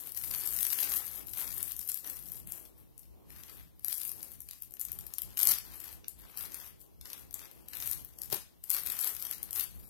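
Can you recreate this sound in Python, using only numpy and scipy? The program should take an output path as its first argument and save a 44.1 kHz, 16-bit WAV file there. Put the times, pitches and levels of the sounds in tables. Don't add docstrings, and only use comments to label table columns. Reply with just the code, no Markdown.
import sys
import numpy as np
from scipy import signal
from scipy.fft import rfft, irfft, next_fast_len
from scipy.io import wavfile
from scipy.ndimage import uniform_filter1d, map_coordinates

SR = 44100
rng = np.random.default_rng(int(sys.argv[2]) if len(sys.argv) > 2 else 0)


def pcm_store(signal):
    levels = np.round(np.clip(np.atleast_2d(signal), -1, 1) * 32767)
    wavfile.write(sys.argv[1], SR, levels.astype(np.int16).T)


def magnitude_from_level(level_db):
    exponent = np.asarray(level_db, float) / 20
    return 10 ** exponent


N = 436149

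# pitch_hz [Hz], left_db [dB], right_db [dB]
SHARP = [(3170, -30.5, -38.5), (5530, -15, -19), (6370, -14, -21.5), (8840, -7, -20), (10680, -1, -57.5),
         (12470, 6.5, -73), (15380, -6.5, -62), (16850, -19, -28.5)]
# pitch_hz [Hz], left_db [dB], right_db [dB]
BODY = [(150, -6, -8.5), (554, -3, -8), (1150, 4.5, -5), (1860, 4.5, -5), (3480, 0, -2), (5020, -1, -10.5),
        (6100, -14.5, -0.5), (11700, -40, -61)]


def unit(x):
    return x / np.sqrt(np.mean(x ** 2) + 1e-20)


def along(points, hz):
    f, *columns = np.transpose(points)
    return np.array([np.interp(np.log(hz + 1), np.log(f + 1), column) for column in columns])


def wobble(rate):
    knots = rng.standard_normal(int(N * rate / SR) + 4)
    return map_coordinates(knots, [np.arange(N) * rate / SR])


def at_ports(pair, colour):
    # pitch_hz [Hz], likeness [0-1], phase [radians]
    port_match = [(40, .82, 3.2), (350, .75, 3.3), (500, .5, 3.9), (950, .5, 6.1), (1500, .45, 3.4),
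                  (2500, .4, 2), (6000, .3, 0)]
    m = next_fast_len(N + 8192)
    hz = np.fft.rfftfreq(m, 1 / SR)
    left, other = rfft(pair, m)
    like, phase = along(port_match, hz)
    like = np.clip(like, 0, 1)
    right = like * np.exp(1j * phase) * left + np.sqrt(1 - like ** 2) * other
    gain = magnitude_from_level(along(colour, hz))
    gain /= np.sqrt(np.mean(gain.sum(axis=0) ** 2) / 4)
    return irfft(np.array([left, right]) * gain, m)[:, :N]


def bursts(seconds, size, life_s, ripple_db, colour):
    t = np.arange(512) / SR
    fade = np.exp(-t / life_s) + .13 * np.exp(-t / (3 * life_s))
    shape = (1 - np.exp(-t / .0003)) * fade
    noise = rng.standard_normal((len(seconds), 4, len(t)))
    ripple = unit(uniform_filter1d(noise[:, 2:3, :257], size=30, axis=2))
    ragged = magnitude_from_level(3.4 * unit(uniform_filter1d(noise[:, 3:], size=24, axis=2)))
    grain = irfft(rfft(noise[:, :2]) * magnitude_from_level(ripple_db * ripple)) * shape * ragged

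    gain = magnitude_from_level(along(colour, np.fft.rfftfreq(len(t), 1 / SR)))
    gain = gain / np.linalg.norm(gain, axis=1, keepdims=True) * np.sqrt(len(t) / 2)
    heard = irfft(rfft(grain) * gain)
    grain *= 2 / np.abs(heard).max(axis=2, keepdims=True)

    starts = np.round(seconds * SR).astype(int)
    spots = (starts[:, None] + np.arange(len(t))).ravel()
    ports = []
    for c in (0, 1):
        sized = grain[:, c] * size[c][:, None]
        ports.append(np.bincount(spots, sized.ravel(), N + len(t))[:N])
    return np.array(ports)


def hands():
    # start_s [s], hold_s [s], crackle_db [dB], brushing_db [dB]
    strokes = [(0, 0.087, -45.5, -61), (0.17, 0.14, -41, -60.5), (0.312, 0.24, -38, -52.5),
               (0.573, 0.16, -34.5, -56), (0.777, 0.2, -34, -48), (0.99, 0.21, -44, -56),
               (1.279, 0.06, -46, -72), (1.377, 0.064, -37, -47.5), (1.495, .21, -41.5, -56),
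               (1.772, 0.067, -48, -86), (1.873, 0.11, -46.5, -81), (2.057, 0.075, -42.5, -55.5),
               (2.167, 0.23, -49.5, -67), (2.484, 0.094, -49, -62), (2.592, 0.058, -53.5, -72),
               (2.781, 0.017, -61, -72), (3.004, .03, -60.5, -101), (3.3, 0.32, -56, -62),
               (3.865, 0.21, -40, -64), (4.157, 0.18, -52, -67), (4.393, 0.28, -60.5, -81),
               (4.813, 0.31, -56, -67), (5.12, 0.16, -65, -91), (5.26, 0.12, -58, -64),
               (5.396, 0.093, -41.5, -51), (5.468, 0.055, -33, -43.5), (5.646, 0.083, -54, -59),
               (5.75, 0.17, -49.5, -57.5), (6.085, .03, -63, -90), (6.19, 0.23, -58, -61),
               (6.379, 0.083, -44, -53), (6.529, 0.14, -49.5, -55.5), (6.81, .02, -57, -84),
               (7.056, 0.16, -54, -59.5), (7.356, 0.1, -55, -58), (7.503, 0.25, -64, -70.5),
               (7.734, 0.028, -44.5, -52.5), (7.817, 0.13, -39.5, -54.5), (7.99, 0.15, -62, -74),
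               (8.19, 0.093, -53.5, -67), (8.327, 0.015, -36, -48), (8.656, 0.021, -55, -68),
               (8.71, 0.078, -37.5, -49.5), (8.864, 0.085, -40, -50.5), (8.998, 0.11, -35, -48.5),
               (9.198, 0.14, -46, -57), (9.39, 0.21, -56.5, -63), (9.556, 0.062, -36, -50.5),
               (9.748, 0.17, -57, -71)]
    grip_db_per_s, let_go_db_per_s = 603, 279
    start, hold, *levels = np.transpose(np.array(strokes))[:, :, None]
    t = np.arange(0, N / SR, .002)
    before_s = np.maximum(start - t, 0)
    after_s = np.maximum(t - start - hold, 0)
    loss_db = grip_db_per_s * before_s + let_go_db_per_s * after_s
    curves = []
    for db in levels:
        power = np.sum(magnitude_from_level(db - loss_db) ** 2, axis=0) + 1e-9
        curves.append(np.interp(np.arange(N) / SR, t, 10 * np.log10(power)))
    return curves


def crackle(level_db, per_s, spread_db, clump_db, smooth):
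    spikes = (rng.random(N) < per_s / SR) * magnitude_from_level(spread_db * rng.exponential(size=N).clip(0, 3))
    fold = np.exp(-np.arange(SR // 200) / (.001 * SR))
    grain = signal.fftconvolve(spikes * magnitude_from_level(clump_db * wobble(30)), fold)[:N]
    grain /= np.sqrt(np.abs(uniform_filter1d(grain ** 2, size=SR // 8)) + 1e-9)
    share = np.clip(smooth, 0, 1)
    return magnitude_from_level(level_db) * np.sqrt(share + (1 - share) * grain ** 2) * rng.standard_normal((2, N))


def room_tone(brushing_db):
    # pitch_hz [Hz], left_db [dB], right_db [dB]
    rumble_colour = [(20, -29, -52), (39, -11.5, -6.5), (55, 4, 0), (96, -7.5, -4), (167, -8.5, -10),
                     (400, -23, -38.5), (1004, -78, -90.5)]
    cloth_colour = [(60, -40.5, -36), (166, -5, -3), (340, 2.5, 0.5), (558, -8.5, -6.5),
                    (1140, -16.5, -14.5), (3000, -63, -46.5), (8000, -91, -86.5)]
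    hiss_colour = [(308, -16, -34), (1000, -15, -3), (2550, 0.5, 2.5), (5000, -1, -1.5), (7970, -2.5, -5),
                   (12600, 10.5, -27), (15600, -0.5, -15)]
    # pitch_hz [Hz], left_db [dB], right_db [dB]
    whine_tones = [(14000, -76, -76)]
    # time_s [s], strength_db [dB]
    arm_moves = [(0.0, -66), (0.33, -60), (0.82, -68.5), (1.57, -61.5), (1.73, -67), (3.19, -65.5),
                 (3.5, -64), (3.72, -70), (4.13, -70.5), (4.62, -70), (5.01, -66), (6.17, -68), (6.5, -69),
                 (6.99, -71), (7.33, -67), (8.32, -66.5), (8.51, -68.5), (9.89, -69)]

    gate_db, gate_depth_db, gate_soft_db, gate_s = -73, 8.5, 3.5, 0.02
    effort_db = uniform_filter1d(brushing_db, round(gate_s * SR))
    shut_db = -gate_depth_db / (1.5 + np.exp((effort_db - gate_db + 15) / gate_soft_db))

    arms_db = np.interp(np.arange(N) / SR, *np.transpose(arm_moves))
    arms_db -= arms_db.mean()
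    rumble_db = -66.5 + shut_db + 0.49 * wobble(3) + .7 * arms_db
    follow_db = 0.23 * np.maximum(effort_db - gate_db, -9)
    cloth_db = -67.5 + follow_db + 0.53 * wobble(3) + 0.57 * arms_db

    rumble, cloth, hiss = (unit(at_ports(rng.standard_normal((2, N)), colour))
                           for colour in (rumble_colour, cloth_colour, hiss_colour))
    whine = np.zeros((2, N))
    for hz, left_db, right_db in whine_tones:
        tone = np.sin(2 * np.pi * hz * np.arange(N) / SR + .3 * wobble(30))
        whine += magnitude_from_level([[left_db], [right_db]]) * tone
    lows = magnitude_from_level(rumble_db + 9.5 + 3.3 * wobble(10)) * rumble
    lows += magnitude_from_level(cloth_db + 2.0 + 2.7 * wobble(11)) * cloth
    return lows + magnitude_from_level(-68 + .5 * shut_db) * hiss + whine


def snaps(crackle_db):
    # start_s [s], peak_db [dB], low_body_db [dB]
    creases = [(0.0712, -30, -27), (0.1196, -30, -34), (0.1476, -30, -30), (0.174, -23, -29),
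               (0.3476, -24, -24), (0.5242, -24, -24), (0.5641, -21, -32), (0.5881, -22, -24),
               (0.629, -19, -26), (0.7028, -23, -25), (0.7312, -21, -29), (0.8026, -20, -28),
               (0.831, -20, -24), (1.0665, -27, -30), (1.27, -32, -34), (1.5788, -25, -31),
               (1.6282, -19, -37), (1.719, -24, -32), (1.7649, -27, -37), (1.7918, -25, -36),
               (1.8761, -26, -36), (1.8891, -22, -31), (1.9175, -23, -37), (1.943, -22, -38),
               (1.9739, -25, -35), (2.3191, -26, -37), (2.4723, -33, -32), (2.5207, -24, -34),
               (2.9791, -34, -41), (3.3039, -40, -18), (3.7948, -39, -33), (3.8462, -20, -29),
           (3.8826, -19, -30), (3.9275, -21, -33), (3.9809, -24, -29), (4.0153, -26, -29),
           (4.0327, -25, -29), (4.0507, -26, -27), (4.0931, -24, -33), (4.1165, -23, -32),
           (4.2293, -26, -29), (4.3176, -36, -32), (4.4044, -30, -39), (4.4877, -36, -20),
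           (4.5101, -28, -23), (4.5326, -36, -22), (4.6219, -26, -40), (4.7082, -37, -38),
           (4.7386, -32, -43), (4.796, -27, -36), (4.8125, -22, -42), (4.8509, -25, -31),
           (4.9177, -20, -38), (4.9881, -29, -28), (5.0669, -30, -32), (5.1377, -24, -34),
           (5.1836, -21, -27), (5.219, -22, -31),
               (5.3727, -23, -17), (5.3911, -16, -28), (5.4301, -15, -28), (5.453, -15, -29),
            (5.4715, -8, -30), (5.4889, -11, -30), (5.5847, -24, -26), (5.8027, -29, -31),
            (5.8421, -34, -22), (6.0821, -25, -39), (6.3734, -27, -25), (6.4083, -32, -22),
            (6.5201, -32, -25), (6.544, -26, -27), (7.0115, -39, -19), (7.0559, -33, -20),
            (7.1312, -29, -23), (7.3417, -25, -34), (7.5133, -40, -25), (7.6844, -32, -28),
            (7.7333, -33, -15), (7.7697, -29, -22), (7.8017, -26, -22), (7.8241, -27, -19),
            (7.874, -22, -28), (7.9314, -23, -29), (8.0476, -30, -35), (8.1868, -36, -26),
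            (8.2172, -26, -38),
               (8.326, -17, -23), (8.6383, -30, -32), (8.7026, -12, -39), (8.7395, -23, -24),
           (8.7655, -23, -20), (8.8348, -28, -28), (8.8623, -23, -29), (8.9002, -24, -22),
           (8.9201, -24, -25), (8.9895, -25, -26), (9.0443, -19, -29), (9.0718, -24, -23),
           (9.1496, -30, -27), (9.1656, -28, -25), (9.197, -32, -25), (9.2244, -23, -33),
           (9.2514, -25, -24), (9.3112, -22, -27), (9.3816, -35, -28), (9.4295, -25, -34),
           (9.5083, -27, -29), (9.5297, -21, -27), (9.5956, -18, -31),
               (0.3122, -27, -21), (0.4364, -24, -29), (0.4738, -23, -27), (0.9684, -25, -25),
             (1.0784, -32, -25), (1.1533, -32, -24), (1.2925, -33, -33), (1.3723, -25, -23),
             (2.0737, -29, -27), (2.0986, -27, -28), (2.2573, -35, -31), (2.2857, -35, -28),
             (2.9934, -37, -40), (3.4346, -39, -19), (3.4955, -41, -20), (4.4184, -36, -37),
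             (4.7686, -40, -23), (5.009, -37, -27), (5.5124, -15, -26), (6.3834, -29, -23),
             (6.5999, -36, -20), (6.8144, -45, -26), (7.1013, -36, -19), (7.3926, -37, -17),
             (7.9124, -23, -29), (8.2334, -32, -32), (9.6084, -22, -28),
               (0.2374, -25, -34), (0.2454, -25, -31), (0.6504, -22, -23), (0.6664, -21, -27),
             (1.3344, -29, -24), (1.4765, -29, -19), (1.5259, -28, -28), (1.8134, -32, -30),
             (1.8934, -22, -34), (1.8984, -23, -30), (2.0443, -35, -20), (2.1685, -34, -25),
             (2.1904, -35, -27), (2.2254, -37, -28), (2.3745, -40, -21), (4.6334, -36, -30),
             (4.8184, -33, -28), (4.8848, -38, -20), (5.3048, -43, -22), (5.4014, -19, -24),
             (5.5174, -16, -26), (5.5374, -20, -24), (8.7134, -19, -29), (8.7464, -23, -20),
             (8.7804, -30, -23), (8.8712, -24, -22), (9.2674, -32, -17), (9.3254, -35, -14),
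               (.4114, -26, -29), (.4564, -26, -27), (.6064, -23, -26), (4.7214, -41, -36), (4.8024, -31, -38),
            (5.3784, -23, -30), (5.4126, -20, -28), (5.4204, -19, -28), (5.4944, -18, -26),
            (7.3093, -38, -28), (7.3284, -39, -30), (8.301, -31, -26), (8.6964, -27, -33)]
    big = np.array(creases)

    luck = rng.random((int(45 * N / SR), 3))
    at = (luck[:, 0] * N).astype(int)
    small_db = crackle_db[at] + 11 - 7.5 * luck[:, 1]
    small_body_db = -22.5 + 12 * (luck[:, 2] - .5)
    small = np.transpose([at / SR, small_db, small_body_db])

    after = big + [.003, -8.5, 0] + rng.random((len(big), 3)) * [.014, -17, 0]

    start_s, db, body_db = np.vstack([big, after, small]).T
    db = db - 4
    duller_db = 0.76 * (body_db + 30)
    flap_db = db + body_db + 2.5
    tick = bursts(start_s, magnitude_from_level([db - 1.0, db + 4 + duller_db]), life_s=.0011, ripple_db=2.5, colour=SHARP)
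    flap = bursts(start_s, magnitude_from_level([flap_db + 11.5, flap_db + 8.5]), life_s=.002, ripple_db=2.0, colour=BODY)
    return tick, magnitude_from_level(6) * np.diff(flap, prepend=0)


def taps():
    # start_s [s], peak_db [dB]
    touches = [
        (0.081, -64),
        (2.046, -50),
        (6.0437, -55),
        (6.2527, -74),
        (7.455, -57.5),
        (9.619, -53),
    ]
    start_s, db = np.transpose(touches)
    touch = bursts(start_s, magnitude_from_level([db + 18, db + 18]), life_s=0.001, ripple_db=3.5, colour=BODY)
    return np.diff(touch, prepend=0)


def walls(x, gap_s=.007):
    # pitch_hz [Hz], time to fall 60 dB [s]
    echo_life = [(200, 0.079), (2000, 0.38), (8000, 0.34), (14000, 0.12)]
    turn = np.arange(N) // (SR // 40) % 4
    wet = np.zeros_like(x)
    for k in range(4):
        hz, t, z = signal.stft(rng.standard_normal((2, SR // 2)), SR, nperseg=256)
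        fade = magnitude_from_level(-60 * t / along(echo_life, hz).T)
        tail = signal.istft(z * fade, SR, nperseg=256)[1]
        tail = np.pad(tail / np.linalg.norm(tail[0]), ((0, 0), (round(gap_s * SR), 0)))
        wet += signal.fftconvolve(x * (turn == k), tail, axes=1)[:, :N]
    return wet


def thumps():
    # start_s [s], peak_db [dB]
    pushes = [
        (8.323, -46),
        (8.328, -36.5),
    ]
    # pitch_hz [Hz], width_hz [Hz], level_db [dB]
    ringing = [(121, 36, 1), (357, 63, 5.5), (840, 940, 1.5)]
    push = np.zeros(N)
    for s, db in pushes:
        push[round(s * SR)] = magnitude_from_level(db + 43.0)
    f = np.fft.rfftfreq(N, 1 / SR)
    ring = 0
    for k, (centre, width, db) in enumerate(ringing):
        resonance = 1j * f * width / (centre * centre - f * f + 1j * f * width)
        ring = ring + (-1) ** k * magnitude_from_level(db) * resonance
    soft = 1 / (1 + 1j * f / 450) ** 2
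    return irfft(rfft(push) * ring * soft, N) * [[magnitude_from_level(8)], [-magnitude_from_level(-3.5)]]


def flickering_bands(x):
    # pitch_hz [Hz], share [0-1]
    shut_share = [(1500, 0), (2800, .15), (4500, .26), (7500, .18), (9500, .04), (13500, .04), (15500, .15)]
    top_hz = 15850
    hz, t, z = signal.stft(x, SR, nperseg=1024)
    luck = rng.random((len(hz) // 5 + 1, len(t) // 4 + 1))
    luck = luck.repeat(5, axis=0).repeat(4, axis=1)[:len(hz), :len(t)]
    gate = np.where(luck < along(shut_share, hz).T, magnitude_from_level(-30), 1)
    limit = np.where(hz < top_hz, 1, magnitude_from_level(-34.5))[:, None]
    return signal.istft(z * gate * limit, SR, nperseg=1024)[1][:, :N]


def scene():
    crackle_db, brushing_db = hands()
    tick, flap = snaps(crackle_db)
    foil = crackle(crackle_db - 2.5, per_s=1100, spread_db=2.5, clump_db=2.5, smooth=.15)
    hair = crackle(brushing_db - 2.5, per_s=600, spread_db=3, clump_db=3.5, smooth=.3)
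    cap = at_ports(tick + foil, SHARP) + at_ports(flap + taps() + hair, BODY) + thumps()
    return cap + magnitude_from_level(-6.5) * walls(cap) + room_tone(brushing_db)


def top_cut(x):
    return signal.sosfilt(signal.butter(12, 16800, fs=SR, output="sos"), x)


def record(dry):
    return top_cut(flickering_bands(dry))


dry = scene()
out = record(dry)
pcm_store(out)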